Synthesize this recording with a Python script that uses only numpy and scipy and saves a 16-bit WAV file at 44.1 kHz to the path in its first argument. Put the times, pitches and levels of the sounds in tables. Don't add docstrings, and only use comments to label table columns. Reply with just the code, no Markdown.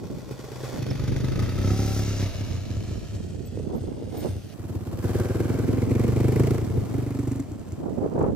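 import sys
import numpy as np
from scipy import signal
from scipy.fft import rfft, irfft
from scipy.io import wavfile
from scipy.ndimage import uniform_filter1d, map_coordinates

SR = 44100
rng = np.random.default_rng(int(sys.argv[2]) if len(sys.argv) > 2 else 0)


def how_loud(loudness_db):
    steps = np.asarray(loudness_db, float) / 20
    return 10 ** steps


def unload_audio(sound):
    columns = np.transpose(np.atleast_2d(sound))
    steps = np.round(np.clip(columns, -1, 1) * 32767)
    wavfile.write(sys.argv[1], SR, steps.astype(np.int16))


N = 368543
T = np.arange(N) / SR


def evened(x):
    return x / np.sqrt(np.mean(x ** 2) + 1e-20)


def smoothed(x, samples):
    return uniform_filter1d(uniform_filter1d(x, samples), samples)


def curve(rows, t=T):
    s, *columns = np.transpose(rows)
    return np.squeeze([np.interp(t, s, c) for c in columns])


def coloured(x, gain):
    hz = np.fft.rfftfreq(x.shape[-1], 1 / SR) + 1
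    return irfft(rfft(x) * gain(hz), x.shape[-1])


def ring(hz, t60):
    t = T[:SR // 5]
    mode = how_loud(-60 * t / t60) * np.sin(2 * np.pi * hz * t)
    return mode / np.linalg.norm(mode)


def ringing(x, hz, t60):
    turn = np.exp(2j * np.pi * np.cumsum(hz) / SR)
    r = 1000 ** (-1 / (t60 * SR))
    return np.sqrt(2 * (1 - r ** 2)) * (turn * signal.lfilter([1], [1, -r], x / turn)).imag


def delayed(x, samples):
    return map_coordinates(x, [np.arange(len(x)) - samples], order=3, mode="nearest")


# time_s, exhaust_db, clatter_db
BIKE_LEVEL = [
    [(0, -48, -49.5), (.55, -40, -42.5), (.79, -41.5, -38.5)],
    [(.79, -27.5, -45.5), (1.12, -27, -46), (1.45, -28.5, -44), (1.75, -23, -40.5), (2.26, -27.5, -40),
     (2.32, -35.5, -39), (2.4, -24, -41), (2.51, -29, -42.5), (2.72, -25.5, -44.5), (2.98, -32, -46.5),
     (3.4, -38, -52.5), (4.07, -37, -53.5), (4.24, -37, -42.5), (4.36, -30, -50.5), (4.54, -53, -49)],
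    [(4.54, -33, -50.5), (4.98, -29, -47), (5.06, -23.5, -41), (5.8, -23.5, -41.5), (6.47, -19, -36.5),
     (6.7, -28.5, -40.5), (6.95, -25, -41), (7.3, -26.5, -44), (7.5, -37.5, -47), (8.36, -47, -50)],
]
# time_s, firings_per_s
ENGINE_SPEED = [
    [(0, 24.3), (.79, 24.3)],
    [(.79, 21.92), (.97, 23.51), (1.2, 24.34), (1.5, 31.35), (1.75, 34.74), (2, 35.07), (2.26, 33.02),
     (3, 27.87), (4.54, 27)],
    [(4.54, 20.07), (4.6, 19.4), (4.9, 16.21), (5.1, 19.37), (5.75, 21.79), (6.2, 24.79), (6.47, 27.41),
     (6.75, 25.01), (7.05, 23.86), (7.4, 24.45), (8.36, 23.6)],
]
A_FIRING_S = [.561, 1.078, 5.145]
# boom_t60_s, boom_lag_s (after the firing), bark_hz, bark_t60_s,
# echo_s (along the pipe), echo_share
PIPE_MODES = [(0.22, 0.00375, 430, 0.02, 0.0113, 0.19), (0.1, 0.00382, 239, 0.012, 0.0108, 0.44),
              (0.086, 0.00787, 293.4, 0.034, 0.00855, 0.99)]
# pitch_hz, gain_db
CLATTER_COLOUR = [
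    [(520, 22), (1000, 4), (2500, -5.5), (6000, -6), (9500, -16)],
    [(550, 22), (1050, -0.5), (2500, 0.5), (6300, -3.5), (8300, -17), (10000, -12.5), (11500, -15)],
    [(520, 16.5), (1500, -3.5), (2400, -9), (3900, -13), (6600, -14), (8000, -13), (9300, -25),
     (10000, -51)],
]
BARK_DB = (2.5, -5.5, -7.5)


def bike():
    exhaust, engine = np.zeros(N), np.zeros((3, N))
    for shot in zip(BIKE_LEVEL, ENGINE_SPEED, A_FIRING_S, PIPE_MODES, CLATTER_COLOUR, BARK_DB):
        first, low, high = bike_shot(*shot)
        exhaust[first:first + len(low)] = low
        engine[:, first:first + len(low)] = high
    return exhaust, engine


def bike_shot(levels, speed, firing_s, pipe, colour, bark_db):
    first = round(speed[0][0] * SR)
    t = T[first:round(speed[-1][0] * SR)]
    rate = curve(speed, t)
    boom_db, clatter_db = curve(levels, t)
    shut = 1 - throttle(t)
    turns, luck, strength, blows = firings(t, rate, shut, firing_s)
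    exhaust = exhaust_pipe(t, blows, boom_db, bark_db, shut, luck, pipe)
    rush = gas_rush(t, turns, rate, strength, luck, shut)
    exhaust += rings_and_gas_bands(t, blows, rush, clatter_db, shut, luck)
    return first, exhaust, clatter_and_tyres(t, rush, clatter_db, colour)


# start_s, end_s
THROTTLE_OPEN = [(.82, 2.3), (4.54, 6.6), (6.92, 7.42)]


def throttle(t):
    twist_s = .06
    return sum(np.clip(np.minimum(t - start, end - t) / twist_s + .5, 0, 1) for start, end in THROTTLE_OPEN)


# time_s (within the cycle), strength_db
ODD_FIRINGS = [(5.835, 1.5), (5.885, -8.5), (6.72, 4), (6.76, -4), (6.795, 7), (7.755, 10)]


def firings(t, rate, shut, firing_s):
    uneven_open_db, uneven_shut_db = 1.9, 5
    stumble = .13
    turns = np.cumsum(rate) / SR
    turns -= np.interp(firing_s, t, turns)
    turns += stumble * shut * evened(smoothed(rng.standard_normal(len(t)), 2000))
    cycle = np.floor(turns - np.floor(turns[0])).astype(int)
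    luck = np.clip(rng.standard_normal((200, 3)), -2, 2)[cycle]
    spread = np.interp(shut, (0, 1), (uneven_open_db, uneven_shut_db))
    strength = how_loud(spread * luck[:, 0] - .1 * spread ** 2)
    for s, db in ODD_FIRINGS:
        if t[0] < s < t[-1]:
            strength[cycle == cycle[round((s - t[0]) * SR)]] = how_loud(db)
    blows = np.diff(cycle, prepend=cycle[0]) * strength * np.sqrt(SR / rate)
    return turns, luck, strength, blows


# time_s, pitch_hz
BOOM_HZ = [(1.25, 128), (1.7, 93), (2.3, 100.6), (2.75, 94), (4.55, 94), (6.5, 122), (6.65, 96.5), (7, 119),
           (7.4, 112), (7.55, 96)]


def exhaust_pipe(t, blows, boom_db, bark_db, shut, luck, pipe):
    bark_shut_db = -5.5
    bark_growth = 0.19
    boom_t60, lag_s, bark_hz, bark_t60, echo_s, echo = pipe
    bark_db = boom_db + bark_db + bark_shut_db * shut + bark_growth * (boom_db - boom_db.mean())
    bark = np.convolve(ring(bark_hz, bark_t60), signal.windows.hann(round(0.0019 * SR)))
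    bark = bark + echo * delayed(bark, echo_s * SR)
    bark /= np.linalg.norm(bark)
    boom = ringing(np.roll(blows, round(lag_s * SR)) * how_loud(boom_db), curve(BOOM_HZ, t), boom_t60)
    return boom - signal.oaconvolve(blows * how_loud(bark_db + 0.5 * luck[:, 1]), bark)[:len(t)]


# time_s, gas_rush, crack (short, from the pipe's
PULSE = [(.8, 1, 0.88, 0.11), (1.4, 0.95, 1.1, .1), (1.7, 0.35, 0.048, 0.2), (4.5, 0.54, 0.077, 0.33),
         (5.2, 0.86, 0.2, 0.65), (6.45, 0.24, 1.18, 0.058), (7.3, 0.29, 0.42, 0.037)]


def gas_rush(t, turns, rate, strength, luck, shut):
    rush_shut = .5
    crack_lag_s, crack_s, puff_lead_s = 0.0015, 0.0041, 0.013
    since_firing_s = (turns % 1) / rate
    since_click_s = ((turns + .5) % 1) / rate
    rush = strength ** .7 * np.exp(-since_firing_s / .017) + .3 * np.exp(-since_click_s / .008)
    rush = uniform_filter1d(rush, 240) * (1 - (1 - rush_shut) * shut) * 24 / rate
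    burst = strength * how_loud(2.5 * luck[:, 2]) * np.exp(-since_firing_s / crack_s)
    burst = uniform_filter1d(burst, 90) * (1 - shut)
    gas, crack, puff = np.clip(curve(PULSE, t), 0, 5)
    late_crack = np.roll(burst, round(crack_lag_s * SR))
    early_puff = np.roll(rush, -round(puff_lead_s * SR))
    return gas * rush + crack * late_crack + puff * early_puff


# start_s, end_s, level_db (over clatter),
# t60_s (of each of two like modes), lag_s, blow_share (blow against gas)
RESONANCES = [(0.9, 2.2, -13, 0.026, -0.0043, 1.93), (4.97, 5.82, -15, 0.0078, .004, 0.51),
              (5.02, 8.26, -15, 0.0035, .003, 0.5), (4.95, 5.8, 9, 0.033, .004, 1),
              (2.2, 4.62, -6, 0.00097, 0.004, 0.044), (4.85, 7.35, 3.5, 0.019, .008, 1.02),
              (6.76, 7.64, 7.5, 0.044, .002, 1.82), (1.61, 2.27, 0.5, 0.00077, -0.018, .1),
              (7.1, 8.5, -10.5, 0.00084, 0.0075, 1.1), (1.65, 2.05, -3.5, 0.067, .001, 0.85),
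              (0.31, 3.2, -11, 0.0025, .001, 0.43), (1.26, 2.35, -1.5, 0.022, .004, 1),
              (5.36, 6.3, 9.5, 0.026, .006, 0.83)]
# first_hz, last_hz
RESONANCE_HZ = [(1230, 1360), (1600, 1450), (2200, 2200), (350, 350), (6400, 9200), (490, 400), (290, 280),
                (5600, 6200), (7500, 7500), (760, 775), (1700, 2150), (300, 390), (280, 205)]


def rings_and_gas_bands(t, blows, rush, clatter_db, shut, luck):
    out = np.zeros(len(t))
    knock = blows * how_loud(2 * luck[:, 2] - 9 * shut)
    rasp = (.15 + 3.5 * rush) * rng.standard_normal(len(t))
    for (start, end, db, t60, lag, blow), (first_hz, last_hz) in zip(RESONANCES, RESONANCE_HZ):
        on = (t > start) & (t < end + t60)
        along = np.clip((t[on] - start) / (end - start), 0, 1)
        hz = first_hz + (last_hz - first_hz) * along + 9 * luck[on, 1]
        gas_share = min(first_hz / 1500, 1)
        driven = np.roll(blow * knock + gas_share * rasp, round(lag * SR))[on]
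        driven = driven * np.abs(np.sin(np.pi * along)) ** .5 * how_loud(clatter_db[on] + db)
        rung = ringing(ringing(driven, hz, t60), hz, t60)
        out[on] += rung * np.sqrt(2 * np.log(1000) / (t60 * SR))
    return out


# time_s, level_db (against the clatter)
AIR_LEVEL = [(.79, -39), (.8, -38), (1.95, -5), (2.4, -30), (4.05, -22), (4.18, -6.5), (4.3, -12),
             (5.9, -14.5), (6.8, -10.5), (8.36, -12.5)]


def clatter_and_tyres(t, rush, clatter_db, colour):
    grit = how_loud(1.84 * evened(uniform_filter1d(rng.standard_normal(len(t)), 150)))
    noise = rng.standard_normal((2, 3, len(t))) * grit
    f, db = np.transpose(colour)

    def clatter_gain(hz):
        return how_loud(np.interp(np.log(hz), np.log(f), db)) / (1 + (f[0] / hz) ** 4)

    clatter = coloured(noise[0] * (1 + 1.63 * rush), clatter_gain)
    air = coloured(noise[1] * (1 + 4 * rush), lambda hz: (hz / 9000) ** -.8 / (1 + (8300 / hz) ** 7))
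    air_db = clatter_db + curve(AIR_LEVEL, t)
    return how_loud(clatter_db) * evened(clatter) + how_loud(air_db) * evened(air)


# time_s, main_delay_s, strength (factor)
GROUND_ECHO = [(.8, .00088, 1), (3, .00072, 1.1), (4.2, .00058, .8), (4.6, .0007, .3)]
# time_s, lag_samples
LEFT_LATE = [(0, 1), (.78, 1), (.8, -1.5), (2, -3), (4.53, -2), (4.55, 4.5), (7.1, 3)]


def trail():
    exhaust, engine = bike()
    exhaust = signal.sosfilt(signal.butter(2, 70, "high", fs=SR, output="sos"), exhaust)
    echo_s, strength = curve(GROUND_ECHO)
    paths = [(1, .5), (2.3, .45), (4.1, .35)]
    echoes = sum(gain * delayed(engine[0], share * echo_s * SR) for share, gain in paths)
    near = exhaust + .7 * (engine[0] + strength * echoes)
    scattered = coloured(engine[1:], lambda hz: 0.45 + 0.58 * np.clip(hz / 4500, 0, 1))
    top = coloured(near, lambda hz: 1 / (1 + (3000 / hz) ** 6))
    late = curve(LEFT_LATE) / 2
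    ports = [delayed(near - top, side * late) + delayed(top, 0.58 * side * late) for side in (1, -1)]
    slope = .25 * np.roll(exhaust, round(.0024 * SR))
    return np.array(ports) + np.outer([1, -1], slope) + scattered


# start_s, level_db, pitch_hz (at the start, before wavering), length_s
SQUEAKS = [(0.903, -35.5, 5330, 0.009), (3.456, -56, 7950, 0.03), (3.452, -54, 14300, .03),
           (3.75, -57, 12300, .04), (4.168, -47, 13700, 0.047)]


def squeaks():
    out = np.zeros(N)
    for s, db, hz, length in SQUEAKS:
        t = T[:round(length * SR)]
        waver = 1 + .03 * uniform_filter1d(rng.standard_normal(4000), 60)[:len(t)] - 0.29 * t
        tone = np.sin(2 * np.pi * hz * np.cumsum(waver) / SR)
        out[round(s * SR):][:len(t)] += how_loud(db) * signal.windows.tukey(len(t), .5) * tone
    return out


# time_s, level_db
WIND_LEVEL = [(0, -30), (.5, -48.5), (.95, -33), (1.5, -32), (2.1, -38), (3.4, -35), (4.45, -39), (5, -37),
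              (5.66, -29), (6.4, -32), (6.75, -28.5), (7.1, -40), (7.7, -37), (8.36, -29.5)]
# time_s, left_minus_right_db
WIND_SIDE = [(2.8, 0), (3.2, -7), (4.4, -4), (4.7, 0), (7.5, 0), (7.85, -5)]
# time_s, level_db
WIND_RUMBLE = [(.8, -43), (1.1, -24.5), (2.5, -31), (4.7, -49)]
# start_s, peak_db (midway between ports)
WIND_KNOCKS = [(3.573, -20.5), (3.597, -22.5), (4.023, -24), (8.028, -23), (8.06, -18), (8.195, -12),
               (8.235, -10)]


def wind():
    calm_top_hz, lift = 378, 0.095
    frames = dict(nperseg=1024, noverlap=768)
    fast, slow = rng.standard_normal((2, 2, N))
    lumps = 4.3 * evened(smoothed(fast, 300))
    lumps += 2.2 * evened(smoothed(slow.mean(0), 1800))
    hz, t, z = signal.stft(rng.standard_normal((2, N)) * how_loud(np.minimum(lumps, 7)), SR, **frames)
    hz = hz[:, None] + 1
    top_hz = calm_top_hz * 2 ** (lift * gusting(t))
    shape = (hz / 100) ** -.3 / (1 + (70 / hz) ** 2) / (1 + (hz / top_hz) ** 3.8)
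    shape /= np.linalg.norm(shape, axis=0)
    gusts = evened(signal.istft(z * shape, SR, **frames)[1][:, :N])
    gusts *= how_loud(curve(WIND_LEVEL) + gusting(T) + np.outer([.5, -.5], curve(WIND_SIDE)))
    rumble = evened(coloured(rng.standard_normal((2, N)), lambda hz: 1 / (1 + (hz / 70) ** 4)))
    gusts += how_loud(curve(WIND_RUMBLE) + .5 * lumps) * rumble
    knock = np.convolve(ring(437, 0.022), signal.windows.hann(48))
    for s, db in WIND_KNOCKS:
        part = gusts[:, round(s * SR):][:, :len(knock)]
        part += how_loud(db) * np.outer([.85, 1.15], knock / knock.max())[:, :part.shape[1]]
    return gusts


# middle_s, length_s, rise_db
GUSTS = [(0.635, 0.71, 5), (3.73, 0.21, 5.5), (3.957, 0.41, 4.5), (4.16, 0.11, 7.5), (4.256, 0.15, 7.5),
         (7.864, 0.16, 7.5), (8.063, 0.33, 7), (8.224, 0.24, 10.5)]


def gusting(t):
    rises = [db * np.cos(np.pi * np.clip((t - s) / length, -.5, .5)) for s, length, db in GUSTS]
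    return np.max(rises, axis=0)


def scene():
    return trail() + squeaks() + wind()


def band_limit(x):
    return signal.sosfilt(signal.butter(12, 15980, fs=SR, output="sos"), x)


def record(dry):
    mix = coloured(dry, lambda hz: 1 / (1 + (hz / 15500) ** 80))
    mix = signal.sosfilt(signal.butter(2, 52, "high", fs=SR, output="sos"), mix)
    return band_limit(mix)


dry = scene()
out = record(dry)
unload_audio(out)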